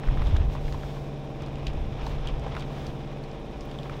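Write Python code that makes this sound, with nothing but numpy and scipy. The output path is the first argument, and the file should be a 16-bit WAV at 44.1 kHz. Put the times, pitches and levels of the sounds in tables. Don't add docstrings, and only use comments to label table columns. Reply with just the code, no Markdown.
import sys
import numpy as np
from scipy import signal
from scipy.fft import rfft, irfft
from scipy.io import wavfile
from scipy.ndimage import uniform_filter1d

SR = 44100
rng = np.random.default_rng(int(sys.argv[2]) if len(sys.argv) > 2 else 0)


def digitize_waveform(pressure):
    field = np.atleast_2d(pressure).T
    bounded = np.clip(field, -1, 1)
    quanta = np.round(bounded * 32767).astype(np.int16)
    wavfile.write(sys.argv[1], SR, quanta)


N = 176400
TIME = np.arange(N) / SR


# time_s, level_db, pitch_hz
SAIL_FLAPS = [(0.086, -16.5, 42), (0.21, -21.5, 48), (0.271, -17, 61.3), (0.337, -10.5, 77.5),
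              (0.408, -15, 72), (0.483, -16, 45.4), (1.687, -24, 50), (1.806, -20, 42.2),
              (2.03, -21.5, 34.7), (2.336, -24, 35), (2.882, -31, 61.6)]

def sail_flaps(width_s=0.008):
    puffs = np.zeros(N)
    for time_s, level_db, pitch_hz in SAIL_FLAPS:
        swell = np.exp(-((TIME - time_s - width_s / 2) / width_s) ** 2 / 2)
        puffs += from_db(level_db) * swell * np.sin(2 * np.pi * pitch_hz * (time_s - TIME))
    return puffs


# time_s, level_db
RUSTLE_LEVEL = [(0, -48), (.1, -45.5), (.26, -45), (.42, -45.5), (.48, -52.5), (.55, -45.5), (.62, -52),
                (.72, -49.5), (.86, -50.5), (1.1, -52.5), (1.35, -53), (1.44, -47.5), (1.6, -50.5),
                (1.75, -49), (1.87, -50.5), (2.08, -44), (2.18, -48), (2.3, -45), (2.38, -51), (2.47, -46),
                (2.58, -46), (2.68, -49.5), (2.81, -45), (2.95, -50.5), (3.2, -52), (3.55, -52.5),
                (3.68, -48.5), (3.77, -51.5), (3.9, -50), (4, -46)]
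# pitch_hz, relative_db
CLOTH_TONE = [(200, -39), (500, 5), (950, 6.5), (1400, -0.5), (2000, -2.5), (2600, -2), (3500, -2.5),
              (4400, -14), (5500, -15), (8000, -32.5), (15000, -62)]

def cloth_rustle(crinkles_per_s=780, crinkle_share=0.46):
    sizes = from_db(np.minimum(rng.exponential(1, N), 4)) * rng.choice([-1, 1], N)
    crinkles = coloured(sizes * (rng.random(N) < crinkles_per_s / SR), CLOTH_TONE)
    level_db = in_time(RUSTLE_LEVEL) + 1.5 * drift(20)
    rubbing = noise(CLOTH_TONE)
    return from_db(level_db) * (np.sqrt(crinkle_share) * crinkles + np.sqrt(1 - crinkle_share) * rubbing)


# start_s, level_db, pitch_hz, half_width_octaves
CREASE_SNAPS = [(0.0345, -32, 1260, 0.41), (0.0751, -33.5, 1530, 0.85), (.086, -28.5, 1110, 0.78),
                (.1735, -26.5, 1420, 0.64), (0.2044, -44, 1200, .4), (.2189, -29.5, 1280, .6),
                (.3626, -30, 1560, 0.49), (0.5515, -30.5, 990, 0.42), (0.681, -36, 1950, 0.24),
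                (0.7246, -33.5, 2110, 0.88), (0.7443, -28, 904, 0.28), (0.833, -32, 1270, 0.27),
                (.9682, -39, 980, 0.23), (1.4205, -37.5, 1190, 0.43), (2.067, -27, 975, 0.2),
                (2.444, -38, 850, 0.6), (2.464, -24, 650, .4), (2.551, -26, 1200, 0.83),
                (2.5661, -25.5, 1180, 0.69), (2.577, -29, 1040, 0.39), (2.6226, -33, 1980, 0.61),
                (3.8568, -33.5, 980, 0.49), (3.896, -28.5, 1350, 0.53), (3.923, -39, 1090, .4)]

def crease_snaps():
    return cracks(CREASE_SNAPS, decay_s=0.003, tail_s=0.025, tail_db=-31)


# middle_s, length_s, level_db
CLOTH_SLIDES = [(0.263, 0.086, -60), (0.533, 0.038, -57), (0.673, 0.091, -62), (0.868, 0.29, -59),
                (2.085, 0.084, -58), (2.59, 0.027, -58), (2.81, 0.21, -60.5), (3.852, 0.33, -65)]
# pitch_hz, relative_db
SLIDE_TONE = [(1000, -18), (4000, 0.5), (6500, -6), (10000, -16), (15000, -14.5)]

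def cloth_slides():
    swells = sum(from_db(level_db) * np.exp(-2 * ((TIME - middle_s) / length_s) ** 2)
                 for middle_s, length_s, level_db in CLOTH_SLIDES)
    return swells * noise(SLIDE_TONE)


# start_s, level_db, pitch_hz, half_width_octaves
FITTING_TICKS = [(.0747, -51, 5160, 0.32), (.2189, -51, 5940, .6), (.2698, -33.5, 3300, 0.18),
                 (.367, -30, 3420, 0.19), (.368, -50, 7300, 0.23), (.7248, -38, 4570, 0.4),
                 (1.4212, -41.5, 5360, 0.21), (1.4626, -42, 4650, 0.18), (1.5565, -38, 3120, 0.28),
                 (1.6676, -29, 3300, 0.27), (1.6676, -55, 12000, 0.59), (1.669, -25, 2840, 0.41),
                 (1.681, -33, 3180, 0.39), (1.7344, -47, 5470, 0.43), (2.066, -33, 4370, 0.26),
                 (2.2727, -28, 3220, .14), (2.287, -30, 2930, 0.34), (2.3955, -44.5, 5500, 0.45),
                 (2.4798, -45, 3370, 0.22), (2.5661, -33, 2780, 0.33), (2.597, -35, 3470, 0.13),
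                 (2.6064, -37, 4070, 0.25), (2.8669, -36, 4430, 0.32), (3.2385, -42, 4650, 0.2),
                 (3.3144, -45, 4570, 0.32), (3.6082, -38, 5000, 0.19), (3.653, -49, 12500, 0.46),
                 (3.714, -38, 3440, 0.38), (3.7878, -32.5, 3270, 0.22), (3.8322, -36.5, 3400, 0.24)]

def fitting_ticks():
    return cracks(FITTING_TICKS, decay_s=0.001, tail_s=0.014, tail_db=-15)


# time_s, level_db
GUST_LEVEL = [(0, -46), (.09, -20.5), (.24, -22.5), (.36, -21), (.48, -24), (.52, -32), (.66, -26),
              (.9, -36), (1.2, -42), (1.6, -35), (1.78, -26.5), (1.97, -33), (2.15, -28.5), (2.35, -29.5),
              (2.55, -35.5), (2.88, -37.5), (3.1, -40), (3.45, -39), (3.62, -37), (3.75, -41), (4, -38)]
# pitch_hz, relative_db
GUST_TONE = [(15, -4), (25, 2), (45, -2), (70, -6), (100, -10.5), (150, -21), (300, -30.5), (1000, -78)]

def wind_gusts():
    swirls = noise(GUST_TONE)
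    power = uniform_filter1d(swirls ** 2, size=2500)
    evened = swirls / np.sqrt(power + 0.3)
    return from_db(in_time(GUST_LEVEL)) * evened


# multiple_of_cycle_rate, level_db
ENGINE_TONES = [(7, -47), (8, -39.5), (9, -53), (10, -59), (11, -52), (12, -49.5), (13, -53.5), (14, -56.5),
                (15, -53), (16, -53), (17, -54), (18, -57), (19, -51), (20, -56), (22, -54), (23, -53.5),
                (25, -53.5), (26, -49.5), (28, -58), (29, -54.5), (32, -55), (33, -55), (34, -54.5),
                (35, -58), (36, -58), (37, -59), (38, -59.5), (39, -60), (41, -66), (42, -64), (43, -62),
                (44, -53), (45, -58.5), (62, -64), (79, -73)]
# time_s, change_db
BOOM_CHANGE = [(0, 3), (.7, 3), (1.4, 2.5), (2.8, 3), (3.15, 0), (3.5, -9), (3.8, 1), (4, 2)]
# pitch_hz, relative_db
CLATTER_TONE = [(30, -13), (100, 5), (200, 4.5), (400, 0.5), (600, -1), (750, -1.5), (1000, -4),
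                (1400, -19), (2400, -21), (5000, -36), (15000, -42)]
# time_s, level_db
CLATTER_LOUDNESS = [(0, -43), (.5, -43.5), (1.2, -45), (2, -45), (2.75, -43), (3.3, -46), (4, -44.5)]

def engine(cycle_hz=17.644, knocks_per_cycle=4, boom_multiple=8, drone_boost_db=1.4):
    speed_hz = cycle_hz * (1 + 0.0004 * drift(0.92))
    angle = 2 * np.pi * np.cumsum(speed_hz) / SR
    drone = np.zeros(N)
    for multiple, level_db in ENGINE_TONES:
        wavering_db = level_db + drift(3.2)
        if multiple == boom_multiple:
            wavering_db += in_time(BOOM_CHANGE)
        drone += from_db(wavering_db) * np.sin(multiple * angle + rng.uniform(0, 2 * np.pi))
    knocks = 1 + 0.3 * np.cos(knocks_per_cycle * angle) + 0.35 * np.cos(angle)
    clatter = from_db(in_time(CLATTER_LOUDNESS)) * rms_one(knocks * noise(CLATTER_TONE))
    return from_db(drone_boost_db) * drone + clatter


# pitch_hz, relative_db
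WASH_TONE = [(300, 10), (900, 4), (1600, 1), (2100, -1), (2450, 8.5), (2900, -10.5), (3600, 3),
             (4400, -9.5), (5200, -4), (7000, -14), (10000, -23.5), (15000, -54)]

def wind_and_water(level_db=-55):
    return from_db(level_db + 0.5 * drift(19)) * noise(WASH_TONE)


def cracks(rows, decay_s, tail_s, tail_db, broad_share=0.22, broad_octaves=0.7):
    size = 8192
    out, t = np.zeros(N + size), np.arange(size) / SR
    fade = np.exp(-t / decay_s) + from_db(tail_db) * np.exp(-t / tail_s)
    for start_s, level_db, pitch_hz, half_width_octaves in rows:
        burst = rng.choice([-1, 1], size) * fade
        ringing = around_pitch(burst, pitch_hz, half_width_octaves)
        broad = around_pitch(burst, pitch_hz, broad_octaves)
        crack = (1 - broad_share) * ringing + broad_share * broad
        start = int(start_s * SR)
        out[start:start + size] += from_db(level_db) * crack / np.abs(crack).max()
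    return out[:N]


def around_pitch(x, pitch_hz, octaves):
    edges_hz = [pitch_hz / 2 ** octaves, min(pitch_hz * 2 ** octaves, 0.45 * SR)]
    return signal.sosfilt(signal.butter(2, edges_hz, "band", fs=SR, output="sos"), x)


def from_db(db):
    return 10 ** (np.asarray(db) / 20)


def rms_one(x):
    return x / np.sqrt(np.mean(x ** 2) + 1e-20)


def in_time(rows):
    return np.interp(TIME, *np.transpose(rows))


def drift(rate_hz):
    hold = np.exp(-200 * np.pi * rate_hz / SR)
    steps = rng.standard_normal(N // 100 + 1002)
    slow = signal.lfilter([1], [1, -2 * hold, hold * hold], steps)[1000:]
    return np.interp(np.arange(N) / 100, np.arange(len(slow)), rms_one(slow))


def coloured(x, tone):
    hz, db = np.transpose(tone)
    bins_hz = np.maximum(np.fft.rfftfreq(N, 1 / SR), 1)
    gain = from_db(np.interp(np.log(bins_hz), np.log(hz), db)) * (bins_hz > 10)
    return rms_one(irfft(rfft(x) * gain, N))


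def noise(tone):
    return coloured(rng.standard_normal(N), tone)


def scene():
    background = engine() + wind_gusts() + wind_and_water()
    sail = sail_flaps() + cloth_rustle() + crease_snaps() + cloth_slides()
    return (sail + fitting_ticks() + background)[None]


def record(dry):
    cutoff_hz = 15700
    return signal.sosfilt(signal.ellip(10, 0.1, 80, cutoff_hz, fs=SR, output="sos"), dry)


dry = scene()
out = record(dry)
digitize_waveform(out)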